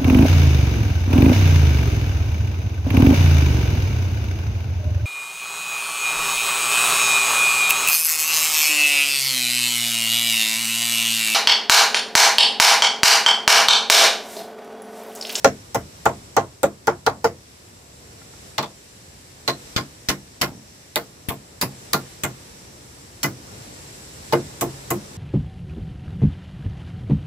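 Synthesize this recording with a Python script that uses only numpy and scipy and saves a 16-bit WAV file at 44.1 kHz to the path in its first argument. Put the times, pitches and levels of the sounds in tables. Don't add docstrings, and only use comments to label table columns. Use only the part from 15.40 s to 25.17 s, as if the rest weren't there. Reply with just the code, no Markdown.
import sys
import numpy as np
from scipy import signal
from scipy.fft import rfft, irfft
from scipy.io import wavfile
from scipy.ndimage import uniform_filter1d, map_coordinates

SR = 44100
rng = np.random.default_rng(int(sys.argv[2]) if len(sys.argv) > 2 else 0)


def unload_wav(signal):
    wavfile.write(
        sys.argv[1],
        SR,
        np.round(np.clip(np.atleast_2d(signal).T, -1, 1) * 32767).astype(np.int16),
    )


def convert_level_to_amplitude(level_db):
    exponent = np.asarray(level_db, float) / 20
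    return 10 ** exponent


N = 430857

# time in seconds, rumble level in dB, rush level in dB.
FOREST_LEVELS = [(0.0, -46, -49.5), (0.85, -44, -48), (1.2, -47.5, -52.5), (2.0, -47.5, -51),
                 (2.75, -45.5, -49), (3.07, -43, -45.5), (3.2, -48, -49.5), (4.0, -47, -50),
                 (4.27, -42.5, -44.5), (4.5, -46, -49), (5.4, -48.5, -50), (6.2, -46, -50),
                 (6.45, -42.5, -45.5), (7.75, -45.5, -48.5), (8.2, -40.5, -44.5), (8.7, -43, -44.5),
                 (9.2, -38.5, -43), (9.77, -39.5, -44)]
# frequency in Hz, relative level in dB.
RUMBLE_SPECTRUM = [(15, -56), (25, -27), (50, 4), (129, -1), (236, -8), (280, -7.5), (430, -8.5),
                   (648, -11.5), (1500, -19), (1950, -89), (3300, -120)]
# frequency in Hz, relative level in dB.
RUSH_SPECTRUM = [(530, -26), (900, -25), (1030, -24), (1670, -1.5), (3310, -5.5), (3880, -3.5), (5790, -4),
                 (6620, -7.5), (7660, -6), (8760, -7), (15000, -17), (15900, -30), (16500, -63)]
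# centre in Hz, half-width to 1/e amplitude in Hz, mean level in dB.
INSECT_CHORUSES = [(5720, 870, -56.5), (7520, 670, -54.5), (9440, 120, -64)]
# frequency in Hz, correlation from -1 to 1.
FOREST_LIKENESS = [(60, 0.93), (130, 0.92), (290, 0.88), (640, -0.21), (1410, -0.28), (3100, 0.077),
                   (6820, -0.036), (15000, 0.12)]
# start in seconds, tick level in dB, clatter level in dB, sizzle level in dB,
# pitch of the nail's shank in Hz.
HAMMER_BLOWS = [(0.0447, -5.5, -17, -32, 5800), (0.3461, -11, -28, -33, 6350),
                (0.6554, -9.5, -24.5, -36.5, 6770), (0.9659, -4.5, -22, -41, 6280),
                (1.2313, -3.5, -23, -34, 8230), (1.471, -7.5, -25, -43, 6070),
                (1.6636, -12.5, -24.5, -36, 4780), (1.8428, -14, -25, -35, 5100),
                (3.1805, -15, -23.5, -40, 4180), (3.2269, -19, -32, -48, 4200),
                (4.077, -15.5, -19, -31.5, 4300), (4.362, -38, -19, -33, 4530),
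                (4.6863, -15, -16.5, -24.5, 5100), (5.0133, -31, -16.5, -23.5, 5050),
                (5.558, 0, -24, -26.5, 3720), (5.8864, -34.5, -30.5, -27, 2920),
                (6.2126, -5.5, -20, -20.5, 4600), (6.532, -2, -20, -21, 4650),
                (6.8348, -11, -23.5, -28, 7970), (7.8307, -20, -23, -21.5, 5500),
                (8.9242, -25, -27, -31.5, 4730), (9.2101, -9, -25.5, -23, 7800),
                (9.5036, -26, -29.5, -24, 7900)]
# start in seconds, then the levels of body, bark, edge
# and boom in dB.
SLAT_SLAPS = [(0.054, -5, -30, -9.5, -24.5), (0.355, -15, -22, -17, -23.5), (0.662, -10, -8, -13, -22),
              (0.974, -8.5, -8.5, -12, -25.5), (1.239, -9, -18.5, -18, -29), (1.48, -12, -8.5, -10, -27.5),
              (1.672, -14, -7.5, -10, -27.5), (1.851, -10, -17.5, -18, -27), (3.185, -20, -16, -21, -34),
              (3.232, -29, -23.5, -30, -64), (4.084, -14.5, -20, -17.5, -35.5),
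              (4.378, -24, -26, -16.5, -30.5), (4.699, -24, -33, -15, -28.5), (5.027, -18, -24, -13, -37),
              (5.563, -14.5, -21, -15, -38), (5.902, -25.5, -23, -29, -34), (6.225, -23, -22.5, -26, -27.5),
              (6.5405, -18, -15.5, -21, -27.5), (6.846, -22, -23, -18, -32.5),
              (7.843, -19.5, -21.5, -12, -27), (8.933, -5, -16, -12.5, -25.5),
              (9.22, -16.5, -17, -24.5, -28), (9.509, -16.5, -20, -19.5, -29)]
# frequency in Hz, basic t60 in seconds, relative level in dB when struck
# at the near corner, relative level in dB when struck at the far corner.
BOARD_MODES = [(89.7, 0.43, -2, -19), (134.5, 0.355, 2.5, 5.5), (205.6, 0.365, 0, 0.5),
               (255.8, 0.32, -2.5, -2), (290.4, 0.25, -2.5, -0.5), (350.7, 0.222, -4.5, -2),
               (458.3, 0.1436, 0.5, -6), (550, 0.094, 4.5, -15), (604, 0.12, -3, -5.5),
               (682.8, 0.16, 0.5, -8), (794, 0.087, 4.5, -6.5), (878, 0.054, 7, 0.5), (968, 0.084, -11, -6),
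               (1065, 0.11, -5, -4), (1167, 0.074, -1.5, -8.5), (1400, 0.055, 4.5, -9),
               (1500, 0.08, -39.5, -24), (1796, 0.027, 2, -11), (2018, 0.067, -8, -6.5),
               (2120, 0.11, -52, -14), (2446, 0.092, -76, -15), (2910, 0.068, -68, -14.5)]
# frequency in Hz, relative level in dB.
CLATTER_SPECTRUM = [(60, -120), (150, 1.5), (500, -8), (1500, 3), (3000, 1), (5000, -4), (8000, -0.5),
                    (9000, -14), (10500, -120)]
# frequency in Hz, relative level in dB.
SIZZLE_SPECTRUM = [(7500, -120), (9000, -4.5), (10500, 1), (13500, 0), (15500, 0), (17000, -64)]
# frequency in Hz, t60 in seconds.
SCATTER_DECAY = [(150, 0.4), (500, 0.23), (1500, 0.15), (4000, 0.12), (8000, 0.12), (14000, 0.14)]
# frequency in Hz, correlation from -1 to 1.
HUT_LIKENESS = [(60, 1), (180, 0.9), (550, 0.83), (1650, 0.026), (4970, -0.091), (15000, -0.061)]
# stretch start in seconds, stretch end
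# in seconds, pitch picking the nearest mode in Hz, level in dB, time of free ringing in seconds.
LINGERING_BOARDS = [(.85, 1.1, 455, -13, .022), (1.1, 1.36, 552, -13, .012), (1.36, 1.76, 455, -13, .021),
                    (6.38, 6.7, 1180, -6, .006), (.85, 1.1, 1060, -29, .09), (.85, 1.57, 352, -31, .07),
                    (1.76, 2.3, 455, -18, .02), (1.36, 2.3, 1410, -19, .016), (2.8, 3.21, 975, -30, .054),
                    (3.7, 5.3, 1060, -27.5, .048), (6.06, 6.38, 975, -24, .026),
                    (6.38, 6.7, 1410, -21, .07), (7.4, 8.3, 2020, -23, .032), (8.5, 9.77, 352, -24, .06),
                    (9.07, 9.36, 134, -27, .054), (9.36, 9.77, 205, -28, .048)]
# start in seconds, level in dB.
HAND_TAPS = [(2.815, -39), (2.934, -39)]
# start in seconds, level in dB, time constant in seconds.
AIR_PUFFS = [(4.363, -6.5, .0015), (4.6873, -12, 0.002), (5.013, -14, 0.0015), (5.886, -9, 0.0017),
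             (6.837, -12.5, 0.001)]

FOREST_TOP_HZ = 15350
CORNER_CHANGE_S = 3.0
FREE_NEAR_S, FREE_FAR_S = 0.0094, 0.093
GRIP_NEAR_DB, GRIP_FAR_DB = -15, -3.5
KNOCK_NEAR_DB, KNOCK_FAR_DB = -6.5, -9
WEAVE_NEAR_DB, WEAVE_FAR_DB = 5.5, 7
SIDEWAYS_S = 9.0
HEAD_HZ, HEAD_DB, HEAD_T60_S = 9900, -48, .5
LINGER_LAG, PROMPT_T60_S = 0.2063, .15


def unit(x):
    return x / np.sqrt(np.mean(x ** 2) + 1e-20)


def along(points, hz):
    f, v = np.transpose(points)
    return np.interp(np.log(hz + 1), np.log(f + 1), v)


def wobble(rate):
    knots = rng.standard_normal(int(N * rate / SR) + 4)
    return map_coordinates(knots, [np.arange(N) * rate / SR])


def spread(alike, hz):
    return np.arccos(np.clip(along(alike, hz), -1, 1)) / 2


def hiss(gain, alike, length, size=512):
    hz, t, z = signal.stft(rng.standard_normal((2, length)), SR, nperseg=size)
    turn = spread(alike, hz)[:, None]
    z = z * gain(hz[:, None], t) * [np.cos(turn), np.sin(turn)]
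    mid, side = signal.istft(z, SR, nperseg=size)[1][:, :length]
    return np.array([mid + side, mid - side])


def add(out, s, sound):
    k = round(s * SR)
    out[:, k:k + sound.shape[1]] += sound


def forest():
    s, rumble_db, rush_db = np.transpose(FOREST_LEVELS)
    t = np.arange(N) / SR
    rumble_db = np.interp(t, s, rumble_db)
    rush_db = np.interp(t, s, rush_db)

    def patchy(spectrum, patchy_db):
        def gain(hz, t):
            field = uniform_filter1d(rng.standard_normal((len(hz), len(t))), 6, 0)
            field = uniform_filter1d(field, 12, 1)
            return convert_level_to_amplitude(along(spectrum, hz) + patchy_db * unit(field)) * (hz < FOREST_TOP_HZ)
        return gain

    rumble = unit(hiss(patchy(RUMBLE_SPECTRUM, patchy_db=0.5), FOREST_LIKENESS, N, size=2048))
    out = convert_level_to_amplitude(rumble_db + 0.43 * wobble(6.4)) * rumble
    rush = unit(hiss(patchy(RUSH_SPECTRUM, patchy_db=0.44), FOREST_LIKENESS, N))
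    out += convert_level_to_amplitude(rush_db + 0.54 * wobble(6)) * rush
    for centre_hz, width_hz, db in INSECT_CHORUSES:
        band = hiss(lambda hz, t: np.exp(-((hz - centre_hz) / width_hz) ** 2), FOREST_LIKENESS, N)
        swell_db = rush_db - rush_db.mean()
        out += convert_level_to_amplitude(db + swell_db + wobble(2.9) + wobble(21)) * unit(band)
    return out


def boards(s, colour, rise, held, scatter_db, lasting=1, damped_db=-8, rattle=0.93, closing=0.013, alone=False):
    hz, t60, near_db, far_db = np.transpose(BOARD_MODES)[:, :, None]
    t = np.arange(SR // 3) / SR
    corner_db = near_db if s < CORNER_CHANGE_S else far_db
    level = corner_db + along(colour, hz) + scatter_db * rng.standard_normal(hz.shape)
    if alone:
        off = np.abs(hz - colour[0][0])
        level = np.where(off == off.min(), colour[0][1], -120)
    rise = rise + 0.0021 * (130 / hz) ** 2
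    damping_db = damped_db / (1 + np.exp(-(t - held) / closing)) * np.clip(hz / 400, 0, 1)
    ring = convert_level_to_amplitude(level + damping_db - 60 * t / (lasting * t60)) * (1 - np.exp(-t / rise))

    knots = np.cumsum(rng.standard_normal((len(hz), 41)), 1)
    knot_s = np.linspace(0, t[-1], num=41)
    drift = np.array([np.interp(t, knot_s, k - k[0]) for k in knots])
    phase = 2 * np.pi * hz * t + rattle * drift * (1 - np.exp(-t / 0.0019))

    step = 0.64 * spread(HUT_LIKENESS, hz) * (-1) ** np.arange(len(hz))[:, None]
    left = (ring * np.sin(phase + step)).sum(0)
    right = (ring * np.sin(phase - step)).sum(0)
    return np.array([left, right])


def scattered_clatter(clatter_db, sizzle_db, shank_hz, t):
    def colour(hz):
        tilt_db = 0.5 * (sizzle_db - clatter_db) * np.clip(np.log2((hz + 1) / 4500), 0, 1)
        shank_db = 7.8 * np.exp(-np.log((hz + 1) / shank_hz) ** 2 / 0.1)
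        clatter = convert_level_to_amplitude(clatter_db + along(CLATTER_SPECTRUM, hz) + tilt_db + shank_db)
        return clatter + convert_level_to_amplitude(sizzle_db + along(SIZZLE_SPECTRUM, hz))

    uneven_db = unit(uniform_filter1d(rng.standard_normal((129, 1)), size=2, axis=0))

    def fade(hz, u):
        return convert_level_to_amplitude(-60 * (u / along(SCATTER_DECAY, hz)) ** 0.91 + uneven_db * (2.5 + 32.0 * u))

    scattered = convert_level_to_amplitude(7) * hiss(lambda hz, u: colour(hz) * fade(hz, u), HUT_LIKENESS, len(t), size=256)
    scattered *= 1 - np.exp(-t / .0005)
    clumps = unit(uniform_filter1d(rng.standard_normal(len(t)), 60))
    return scattered * convert_level_to_amplitude(2.43 * clumps)


def steel_tick(tick_db, shank_hz, t):
    shank = 0.51 * np.sin(2 * np.pi * shank_hz * t) * convert_level_to_amplitude(-60 * t / 0.025)
    burst = signal.lfilter([1, -.7], 1, rng.standard_normal((2, len(t))))
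    tick = shank + burst * convert_level_to_amplitude(-60 * t / 0.0081)
    return tick * convert_level_to_amplitude(tick_db) / np.abs(tick).max()


def hammer():
    out, t = np.zeros((2, N + SR)), np.arange(SR // 3) / SR
    for blow, slap in zip(HAMMER_BLOWS, SLAT_SLAPS):
        s, tick_db, clatter_db, sizzle_db, shank_hz = blow
        _, body_db, _, edge_db, _ = slap
        knock_db = body_db + (KNOCK_NEAR_DB if s < CORNER_CHANGE_S else KNOCK_FAR_DB)
        scattered = scattered_clatter(clatter_db, sizzle_db, shank_hz, t)
        tick = steel_tick(tick_db, shank_hz, t)
        colour = [(100, knock_db - 31), (330, knock_db - 8), (500, knock_db), (1000, knock_db),
                  (2000, edge_db - 4.5)]
        knock = boards(s, colour, rise=0.003, held=0.059, scatter_db=4.5)
        head = (s > SIDEWAYS_S) * convert_level_to_amplitude(HEAD_DB - 60 * t / HEAD_T60_S) * np.sin(2 * np.pi * HEAD_HZ * t)
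        add(out, s, (scattered + tick + knock + head) * convert_level_to_amplitude([[-.4], [.4]]))
    return out[:, :N]


def slat():
    out, t = np.zeros((2, N + SR)), np.arange(SR // 3) / SR
    for s, body_db, bark_db, edge_db, boom_db in SLAT_SLAPS:
        near = s < CORNER_CHANGE_S
        held, grip_db = (FREE_NEAR_S, GRIP_NEAR_DB) if near else (FREE_FAR_S, GRIP_FAR_DB)
        colour = [(250, boom_db), (440, body_db), (580, body_db), (750, bark_db), (1100, bark_db), (1400, edge_db)]
        add(out, s, boards(s, colour, rise=.0005, held=held, scatter_db=1.5, damped_db=grip_db))

        weave_colour = [(60, -120), (110, boom_db)] + colour + [(2600, edge_db - 16), (4000, -120)]
        dense = lambda hz, u: convert_level_to_amplitude(along(weave_colour, hz) - 60 * u / along(SCATTER_DECAY, hz))
        weave = hiss(dense, HUT_LIKENESS, len(t), size=256) * (1 - np.exp(-t / 0.00044))
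        add(out, s, convert_level_to_amplitude(WEAVE_NEAR_DB if near else WEAVE_FAR_DB) * weave)

    mode_t60 = [mode[:2] for mode in BOARD_MODES]
    for start, end, hz, db, held in LINGERING_BOARDS:
        lag = LINGER_LAG * max(along(mode_t60, hz) - PROMPT_T60_S, 0)
        for s, *_ in SLAT_SLAPS:
            if start < s < end:
                add(out, s + lag, boards(s + lag, [(hz, db)], alone=True, rise=.0015, held=held, scatter_db=0,
                                         lasting=3.5, damped_db=-32, rattle=.25, closing=.003))
    for s, db in HAND_TAPS:
        colour = [(600, db - 15), (1500, db)]
        add(out, s, boards(s, colour, rise=.0012, held=.012, scatter_db=2, damped_db=-20))
    return out[:, :N]


def puffs():
    out, t = np.zeros((2, N + SR)), np.arange(SR // 20) / SR
    for s, db, length in AIR_PUFFS:
        u = t / length
        dip = u * (1 - u / 2) * np.exp(-u)
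        add(out, s, -convert_level_to_amplitude(db) * np.array([[1], [0]]) * dip / dip.max())
    return out[:, :N]


def scene():
    return forest() + hammer() + slat() + puffs()


def gain_control(x, above_db, ratio, settle_s):
    level_db = 10 * np.log10(np.abs(uniform_filter1d((x ** 2).mean(0), size=441)) + 1e-12)
    keep = np.exp(-1 / (settle_s * SR))
    excess_db = signal.lfilter([1 - keep], [1, -keep], np.clip(level_db - above_db, 0, None))
    return x * convert_level_to_amplitude(-ratio * excess_db)


def top_cut(x):
    return signal.sosfilt(signal.butter(12, 16810, fs=SR, output="sos"), x)


def record(dry):
    hz = np.fft.rfftfreq(N, 1 / SR)
    levelled = gain_control(dry, above_db=-31.5, ratio=0.49, settle_s=0.93)
    bass_cut = (1j * hz) ** 2 / (50 + 1j * hz) ** 2
    treble_cut = 1 / np.sqrt(1 + (hz / 15600) ** 40)
    heard = irfft(rfft(levelled) * bass_cut * treble_cut, N)
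    soft = heard / (1 + np.abs(heard / .98) ** 4) ** (1 / 4)
    return top_cut(soft)


dry = scene()
out = record(dry)
unload_wav(out)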